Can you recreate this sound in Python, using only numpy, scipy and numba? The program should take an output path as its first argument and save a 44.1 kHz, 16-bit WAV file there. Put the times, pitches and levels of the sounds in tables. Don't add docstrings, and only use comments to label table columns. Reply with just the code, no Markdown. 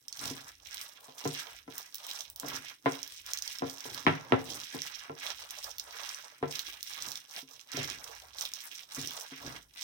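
import sys
import numpy as np
from scipy import signal
from scipy.fft import rfft, irfft
from scipy.io import wavfile
from scipy.ndimage import uniform_filter1d
from numba import njit

SR = 44100
rng = np.random.default_rng(int(sys.argv[2]) if len(sys.argv) > 2 else 0)


def unload_wav(signal):
    wavfile.write(
        sys.argv[1],
        SR,
        np.round(np.clip(np.atleast_2d(signal).T, -1, 1) * 32767).astype(np.int16),
    )


N = 433503

# height t/s, swell t/s, fade t/s, crinkle level/dB, squelch level/dB
HAND_STROKES = [(0.246, 0.11, 0.14, -40.5, -48.5), (0.47, 0.39, 0.12, -54.5, -55),
                (0.77, 0.16, 0.22, -47, -53), (1.03, 0.1, 0.17, -55.5, -61.5), (1.241, 0.1, 0.18, -45, -54),
                (1.399, 0.079, 0.046, -41, -43), (1.529, 0.42, 0.11, -52.5, -54),
                (1.779, 0.1, 0.14, -49.5, -52.5), (2.155, 0.25, 0.15, -45.5, -53.5),
                (2.57, 0.18, 0.026, -44, -44), (2.702, 0.17, 0.064, -52.5, -50.5),
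                (2.929, 0.097, 0.25, -48.5, -52.5), (3.14, 0.066, 0.18, -49.5, -59.5),
                (3.31, 0.067, 0.13, -46.5, -47.5), (3.501, 0.1, 0.13, -44.5, -49),
                (3.7, 0.091, 0.23, -52, -57), (3.971, 0.27, 0.12, -47, -50),
                (4.092, 0.025, 0.41, -58.5, -48.5), (4.559, 0.2, 0.21, -44, -53.5),
                (4.75, 0.076, 0.3, -45.5, -50.5), (5.02, 0.56, 0.11, -55.5, -50),
                (5.279, 0.12, 0.078, -42, -44), (5.45, 0.14, 0.013, -47, -54),
                (5.68, 0.36, 0.092, -47, -53), (6.059, 0.26, 0.2, -45.5, -48),
                (6.279, 0.62, 0.18, -59.5, -57), (6.558, 0.095, 0.34, -45, -51.5),
                (6.909, 0.063, 0.02, -44.5, -53.5), (7.05, 0.25, 0.22, -45, -52),
                (7.38, 0.11, 0.054, -44.5, -54), (7.51, 0.045, 0.2, -54.5, -64),
                (7.79, 0.1, 0.25, -44, -41.5), (8.07, 0.073, 0.34, -52, -53),
                (8.43, 0.099, 0.081, -42.5, -52), (8.66, 0.29, 0.044, -47.5, -56),
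                (8.80, 0.18, 0.071, -48, -58.5), (8.979, 0.089, 0.2, -41.5, -49),
                (9.158, 0.06, 0.16, -45, -51), (9.539, 0.45, 0.099, -51, -50),
                (9.809, 0.077, 0.17, -45.5, -54.5)]
# t/s, body level/dB, glassy edge level/dB
CREASE_SNAPS = [(0.0825, -31.0, -50.0), (0.127, -28.5, -65.5), (0.256, -26, -48), (0.7443, -40, -38),
                (0.814, -31.5, -42), (1.276, -28, -49), (1.781, -49, -34), (1.9451, -41, -38),
                (1.9548, -53, -38), (2.0671, -48, -39.5), (2.1126, -27, -54), (2.207, -28, -48.0),
                (2.3002, -57, -42), (2.3607, -47, -41.5), (2.3987, -29.5, -36.5), (2.485, -38, -37.5),
                (3.0301, -27, -53), (3.0769, -41, -44), (3.2635, -34.5, -44.5), (3.3346, -22.0, -37),
                (3.3743, -27, -43), (3.3875, -28.5, -49), (3.4229, -24, -48), (3.4776, -26.0, -44),
                (3.5859, -30.5, -52.0), (3.6978, -30.5, -48), (3.8061, -32.5, -55), (3.946, -29, -41),
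                (4.8192, -25.0, -46), (5.5077, -36, -38), (5.643, -30.5, -40), (5.7831, -32.5, -39),
                (5.7975, -25.5, -47), (6.146, -31, -59), (6.5928, -24, -38), (6.829, -34.5, -36),
                (7.0231, -25.5, -50.0), (7.0866, -31.0, -51), (7.118, -30.5, -43), (7.1563, -28, -57),
                (7.3635, -31.0, -52), (7.7177, -30.5, -71), (7.7699, -26.5, -48), (7.831, -28.5, -54.0),
                (7.9001, -26, -52), (8.385, -30.0, -50), (8.4105, -24.5, -43), (8.4224, -33, -40),
                (8.453, -25, -43), (8.5367, -27, -46), (8.9478, -31, -56), (9.074, -28.0, -42),
                (9.1079, -31.5, -44.0)]
# t/s, f/Hz
HOLLOW_PITCH = [(.4, 1430), (.75, 1630), (0.95, 1310), (1.9, 2010), (2.25, 850), (2.65, 1710), (3.3, 2150),
                (3.85, 1390), (4.55, 1040), (4.78, 1910), (5.45, 1445), (5.9, 1160), (6.131, 1750),
                (6.36, 1210), (6.62, 1930), (7.58, 1024), (7.87, 1810), (8.1, 1160), (8.5, 1530)]
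# t/s, thump level/dB, hollow body level/dB, clack level/dB
BOWL_KNOCKS = [(1.081, -58, -50, -62), (1.252, -27, -30.5, -40), (1.676, -42, -45.5, -54.5),
               (2.43, -40, -39, -48), (2.8572, -26.5, -21.5, -27), (3.619, -28.5, -28.5, -42),
               (3.852, -54.5, -41.5, -54), (4.064, -18, -24, -19), (4.320, -18.5, -19.5, -24.5),
               (4.743, -35.5, -40.5, -75), (5.094, -41.5, -37, -49.5), (6.425, -29, -27.5, -37),
               (7.772, -31.5, -36.5, -60)]
# t/s, level/dB
FINGER_BUMPS = [(0.304, -37.5), (2.53, -49), (7.423, -52.5), (7.739, -40), (8.974, -40.5), (9.315, -44.5),
                (9.442, -45)]
# height t/s, swell t/s, fade t/s, level/dB
BOWL_PUSHES = [(.26, 0.068, 0.17, -47), (2.47, 0.044, 0.2, -51), (3.932, 0.1, 0.19, -55.5),
               (4.55, 0.37, 0.097, -52), (7.08, 0.094, 0.11, -58.5), (7.78, 0.048, 0.22, -47.5),
               (9.0, 0.054, 0.15, -49), (9.5, 0.1, 0.098, -48.5)]
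# f/Hz, level/dB, 60 dB decay t/s
BOWL_MODES = [(143.6, -2, 0.21), (268.7, 4.5, 0.175), (380, -1, 0.09), (457, -3.5, 0.14), (578, -17, 0.14),
              (699.5, -4.5, 0.095), (1009.6, 0, 0.1), (1356, 1, 0.057), (1988, -11.5, 0.1),
              (2150, -22.5, 0.15)]
# f/Hz, level/dB
FILM_TONE = [(300, 10.5), (900, -23.5), (2000, -8), (3600, 1.5), (6000, 2), (10000, -9.5), (16000, -3)]
# f/Hz, level/dB
RICE_TONE = [(150, -13), (450, 4), (800, 2.5), (1300, 1), (2200, 0), (6000, 12), (12000, -40)]
# f/Hz, level/dB
RUB_TONE = [(35, -20), (130, 0.5), (200, -10.5), (268, -1), (340, -7), (700, -20), (2000, -46.5)]
# f/Hz, level/dB
RATTLE_TONE = [(40, -51.5), (105, 4), (160, 7.5), (200, -12), (290, -4), (1500, -11), (3500, -19),
               (7000, -41)]
# f/Hz, level/dB
AIR_TONE = [(50, -13), (250, -23.5), (16000, -13.5)]
# f/Hz, left level/dB, right level/dB
PORT_COLOUR = [(275, -1, -1.5), (806, 4, 4), (1226, 0, 4), (2000, 7.5, 6.5), (2930, 2, 5), (4000, 0.5, 4),
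               (4350, -2.5, -2.5), (5740, -6.5, 8), (6650, -3.5, 2), (8610, 12.5, -1), (12300, 7.5, 4),
               (15600, 5.5, 8)]

DEPTH_DB, SWELL_POWER, FADE_POWER = 18.5, 2.2, 1.58
REST_CRINKLE_DB, REST_SQUELCH_DB, REST_PUSH_DB = -72.5, -95, -79
JERKS_PER_S, JERK_DB, JERK_T60_S = 32, 3.5, .09
CONTROL_STEP = 64
HAND_PAN_DB = 1.96
PORT_LAG_S, LAG_SPREAD_S = .00019, .00012
SIDES = np.array([[1], [-1]])
HAND_ROOM_T60_S, HAND_ROOM_DB = 0.13, -3.5
BOWL_ROOM_T60_S, BOWL_ROOM_DB = 0.38, -9.5
AIR_DB, CUTOFF_HZ = -77, 16200


def from_db(db):
    return 10 ** (np.asarray(db) / 20)


def rms_one(x):
    return x / np.sqrt(np.mean(x ** 2) + 1e-20)


def evened(x, span_s=0.11):
    power = uniform_filter1d(np.mean(x ** 2, axis=0), int(span_s * SR))
    return x / np.sqrt(power + 1e-12)


def dying(t, t60):
    return np.exp(-np.log(1000) * t / t60)


def drift(rate):
    knots = rng.standard_normal(int(rate * N / SR) + 2)
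    return rms_one(np.interp(np.arange(N) / SR * rate, np.arange(len(knots)), knots))


def colour(x, tone):
    size = 4096
    hz, db = np.transpose(tone)
    grid = np.maximum(np.arange(size // 2 + 1) * SR / size, 1)
    cepstrum = irfft(np.log(from_db(np.interp(np.log(grid), np.log(hz), db))))
    cepstrum[1:size // 2] *= 2
    cepstrum[size // 2 + 1:] = 0
    response = irfft(np.exp(rfft(cepstrum)))
    return signal.fftconvolve(x, response[None], axes=-1)[:, :x.shape[-1]]


def band(x, low_hz, high_hz):
    sos = signal.butter(2, [low_hz, high_hz], "band", fs=SR, output="sos")
    return rms_one(signal.sosfilt(sos, x))


def add(out, s, sound):
    i = max(int(s * SR), 0)
    out[:, i:i + sound.shape[-1]] += sound[:, :N - i]


def pop(clicks, hz, cycles):
    r, w = dying(1 / SR, cycles / hz), 2 * np.pi * hz / SR
    ring = signal.lfilter([1, 0, -1], [1, -2 * r * np.cos(w), r * r], clicks + 1e-18)
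    return np.sqrt(1 - r * r) * ring


def placed(x, place, pan_db=3.0):
    lag = int(round((PORT_LAG_S + LAG_SPREAD_S * place) * SR))
    return np.array([np.roll(x, lag) * from_db(-pan_db * place), x * from_db(pan_db * place)])


@njit
def ring_grains(at, turn, keep, length, lag, left, right, n):
    out = np.zeros((2, n))
    for g in range(len(at)):
        now, last, before = 1.0, 0.0, 0.0
        pull = 2 * keep[g] * np.cos(turn[g])
        for i in range(at[g], min(at[g] + length[g], n)):
            out[0, (i + lag[g]) % n] += left[g] * (now - before)
            out[1, i] += right[g] * (now - before)
            now, last, before = pull * now - keep[g] ** 2 * last, now, last
    return out


def grains(per_s, spread_db, centre_hz, scatter_oct, wander_oct, cycles, clump_per_s=45, pan_db=9.0):
    at = np.flatnonzero(rng.random(N) < per_s / SR)
    fold, spot = drift(clump_per_s)[at], drift(clump_per_s)[at]
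    size, scatter, offset, sign = (rng.random((len(at), 4)) * .998 + .001).T
    octaves = wander_oct * fold + scatter_oct * np.log(scatter / (1 - scatter))
    hz = np.clip(np.broadcast_to(centre_hz, N)[at] * 2 ** octaves, 250, .42 * SR)
    t60 = cycles / hz
    keep = dying(1 / SR, t60)
    gain = from_db(spread_db * np.minimum(-np.log(size), 3.0)) * np.sign(sign - .5)
    gain = gain * np.sqrt(1 - keep ** 2)
    place = spot / 2 + 2 * (2 * offset - 1)
    pan = from_db(pan_db * place)
    gain = gain / np.hypot(pan, 1 / pan)
    lag = np.round((PORT_LAG_S + LAG_SPREAD_S * place) * SR).astype(int)
    length = (t60 * SR).astype(int) + 2
    return ring_grains(at, 2 * np.pi * hz / SR, keep, length, lag, gain / pan, gain * pan, N)


def movement(s, swell_s, fade_s):
    t = np.arange(0, N, CONTROL_STEP) / SR - s
    swell, fade = np.abs(t / swell_s) ** SWELL_POWER, np.abs(t / fade_s) ** FADE_POWER
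    return -DEPTH_DB * np.where(t < 0, swell, fade)


def together(levels_db, rest_db):
    power = from_db(rest_db) ** 2 + np.sum(from_db(levels_db) ** 2, axis=0)
    return np.interp(np.arange(N), np.arange(0, N, CONTROL_STEP), 10 * np.log10(power))


def effort():
    flex = [db + movement(s, swell, fade) for s, swell, fade, db, _ in HAND_STROKES]
    squeeze = [db + movement(s, swell, fade) for s, swell, fade, _, db in HAND_STROKES]
    press = [db + movement(s, swell, fade) for s, swell, fade, db in BOWL_PUSHES]
    return (together(flex, REST_CRINKLE_DB), together(squeeze, REST_SQUELCH_DB),
            together(press, REST_PUSH_DB))


def jerks():
    kicks = rng.random(N) < JERKS_PER_S / SR
    piled = signal.lfilter([1], [1, -dying(1 / SR, JERK_T60_S)], kicks + 1e-18)
    give = JERK_DB * np.minimum(piled, 2)
    return give - give.mean()


def crinkle(level_db, loose_per_s=650, tight_per_s=420, usual_db=-49, clump_db=5.0, tight_db=-5.5,
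            gain_db=-3.0):
    busy = from_db(.5 * (level_db - usual_db) + clump_db * drift(110))
    loose = grains(loose_per_s * busy, spread_db=5.0, centre_hz=4150, scatter_oct=0.23,
                   wander_oct=0.48, cycles=4.3)
    tight_runs = from_db(clump_db * drift(40))
    tight = grains(tight_per_s * busy * tight_runs, spread_db=1.5, centre_hz=11200, scatter_oct=0.38,
                   wander_oct=0.17, cycles=2.6)
    clicks = evened(loose) + from_db(tight_db) * evened(tight)
    return from_db(level_db + gain_db) * evened(colour(clicks, FILM_TONE), span_s=0.061)


def snaps(pitch_hz=5300, cycles=5.2, edge_hz=14500, edge_cycles=1.9, tremble_db=-16.0,
          tremble_t60=0.0098, body_gain_db=6.0, edge_gain_db=16.0):
    out, t = np.zeros((2, N)), np.arange(512) / SR
    for s, body_db, edge_db in CREASE_SNAPS:
        flip = from_db(tremble_db) * rng.standard_normal(len(t)) * dying(t, tremble_t60)
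        flip[0] = 1
        body = pop(flip, pitch_hz * from_db(rng.normal(0, 1.65)), cycles)
        edge = pop(flip, edge_hz, edge_cycles)
        snap = from_db(body_db + body_gain_db) * body / np.linalg.norm(body)
        snap = snap + from_db(edge_db + edge_gain_db) * edge / np.linalg.norm(edge)
        add(out, s, placed(2 * snap, (rng.random() - .5) / 2))
    return colour(out, FILM_TONE)


def rice(level_db, per_s=1800, gain_db=-3.5, glaze_db=-16.5):
    hollow_hz = np.interp(np.arange(N) / SR, *np.transpose(HOLLOW_PITCH))
    clicks = grains(per_s * from_db(4.0 * drift(45)), spread_db=3.5, centre_hz=hollow_hz,
                    scatter_oct=0.25, wander_oct=0.38, cycles=9.0)
    wet = evened(colour(clicks, RICE_TONE))
    glaze = rms_one(sum(pop(wet, hz, hz * t60) for hz, _, t60 in BOWL_MODES))
    return from_db(level_db + gain_db) * (wet + from_db(glaze_db) * glaze)


def bowl_ring(t, wide_hz, spread_db=2.0):
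    ring, grip = 0, 1 + rng.normal(0, 0.012)
    for hz, mode_db, t60 in BOWL_MODES:
        phase = min(hz / wide_hz, 1) ** 2 * rng.normal(0, 2.3, (2, 1)) + np.pi * rng.integers(2)
        gain = from_db(mode_db + rng.normal(0, spread_db))
        ring = ring + gain * np.sin(2 * np.pi * hz * grip * t + phase) * dying(t, t60)
    return rms_one(ring)


def knock(thump_db, body_db, clack_db, bounce_s=.009, bounce_db=-5.0, rattle_db=-4.0,
          rattle_t60=0.23, clack_t60=0.8, wide_hz=620, body_hz=340, clack_hz=850):
    t, both = np.arange(SR // 2) / SR, 0
    landings = np.cumsum(bounce_s * (.5 + rng.random(size=4)))
    side_cut = signal.butter(2, wide_hz / 2, "high", fs=SR, output="sos")
    for k, s in enumerate(landings - landings[0]):
        rattle_fade = dying(t, rattle_t60) + 7.8 * dying(t, 0.003)
        mid, side = rng.standard_normal((2, len(t))) * rattle_fade
        side = signal.sosfilt(side_cut, side)
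        rattle = rms_one(colour(mid + side * SIDES, RATTLE_TONE))
        contact = bowl_ring(t, wide_hz) + from_db(rattle_db) * rattle
        both = both + from_db(bounce_db * k) * np.roll(contact, int(s * SR), axis=1)
    thump = from_db(thump_db) * band(both, 66, body_hz)
    body = from_db(body_db) * band(both, body_hz, clack_hz)
    clack = from_db(clack_db) * band(both * dying(t, clack_t60), clack_hz, 6200)
    return thump - body + clack


def knocks(delay_s=0.002093, gain_db=-19.5):
    out = np.zeros((2, N))
    for s, thump_db, body_db, clack_db in BOWL_KNOCKS:
        add(out, s + delay_s, from_db(gain_db) * knock(thump_db, body_db, clack_db))
    return out


def bumps(low_hz=190, high_hz=370, press_s=0.0063, lead_s=.016, lead_db=-23):
    out, t = np.zeros((2, N)), np.arange(SR // 2) / SR
    ring = sum(from_db(db) * np.sin(2 * np.pi * hz * t) * dying(t, t60) for hz, db, t60 in BOWL_MODES)
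    ring = ring * np.minimum(t / press_s, 1)
    sos = signal.butter(1, [low_hz, high_hz], "band", fs=SR, output="sos")
    soft = signal.sosfilt(sos, ring)
    leads = [(s - lead_s, thump_db + lead_db) for s, thump_db, _, _ in BOWL_KNOCKS]
    for s, db in FINGER_BUMPS + leads:
        add(out, s, from_db(db) * np.array([soft, soft]))
    return out


def rubbing(level_db, slips_per_s=700, side_db=-8.0):
    slips = rng.random(N) < slips_per_s / SR
    mid, side = slips * rng.standard_normal((2, N))
    return from_db(level_db) * evened(colour(mid + from_db(side_db) * side * SIDES, RUB_TONE))


def kitchen(x, t60, second_db=-19.5, second_t60=0.18):
    t = np.arange(SR // 2) / SR
    fade = dying(t, t60) + from_db(second_db) * dying(t, second_t60)
    echoes = rng.standard_normal((2, len(t))) * fade * (t > .001)
    echoes = rms_one(echoes) / np.sqrt(len(t))
    echoes = colour(echoes, [(900, -1.5), (3000, 1.0), (7000, -4.0), (16000, 0.0)])
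    return signal.fftconvolve(x, echoes, axes=-1)[:, :N]


def rumble(level_db=-80, swell_db=13.0, swells_per_s=5.6, low_hz=45, high_hz=85):
    level = from_db(level_db + swell_db * np.tanh(drift(swells_per_s)))
    return level * band(rng.standard_normal(N), low_hz, high_hz)


def air():
    return from_db(AIR_DB) * rms_one(colour(rng.standard_normal((2, N)), AIR_TONE))


def scene():
    flex_db, squeeze_db, press_db = effort()
    hand = crinkle(flex_db + jerks()) + snaps() + rice(squeeze_db)
    hand = hand * from_db([[-HAND_PAN_DB], [HAND_PAN_DB]])
    bowl = knocks() + bumps() + rubbing(press_db)
    hand_room = from_db(HAND_ROOM_DB) * kitchen(hand, HAND_ROOM_T60_S)
    bowl_room = from_db(BOWL_ROOM_DB) * kitchen(bowl, BOWL_ROOM_T60_S)
    return hand + bowl + hand_room + bowl_room + rumble() + air()


def record(dry):
    hz, *sides = np.transpose(PORT_COLOUR)
    heard = [colour(x[None], np.transpose([hz, db])) for x, db in zip(dry, sides)]
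    top_cut = signal.ellip(10, .3, 70, CUTOFF_HZ, fs=SR, output="sos")
    return signal.sosfilt(top_cut, np.vstack(heard))


dry = scene()
out = record(dry)
unload_wav(out)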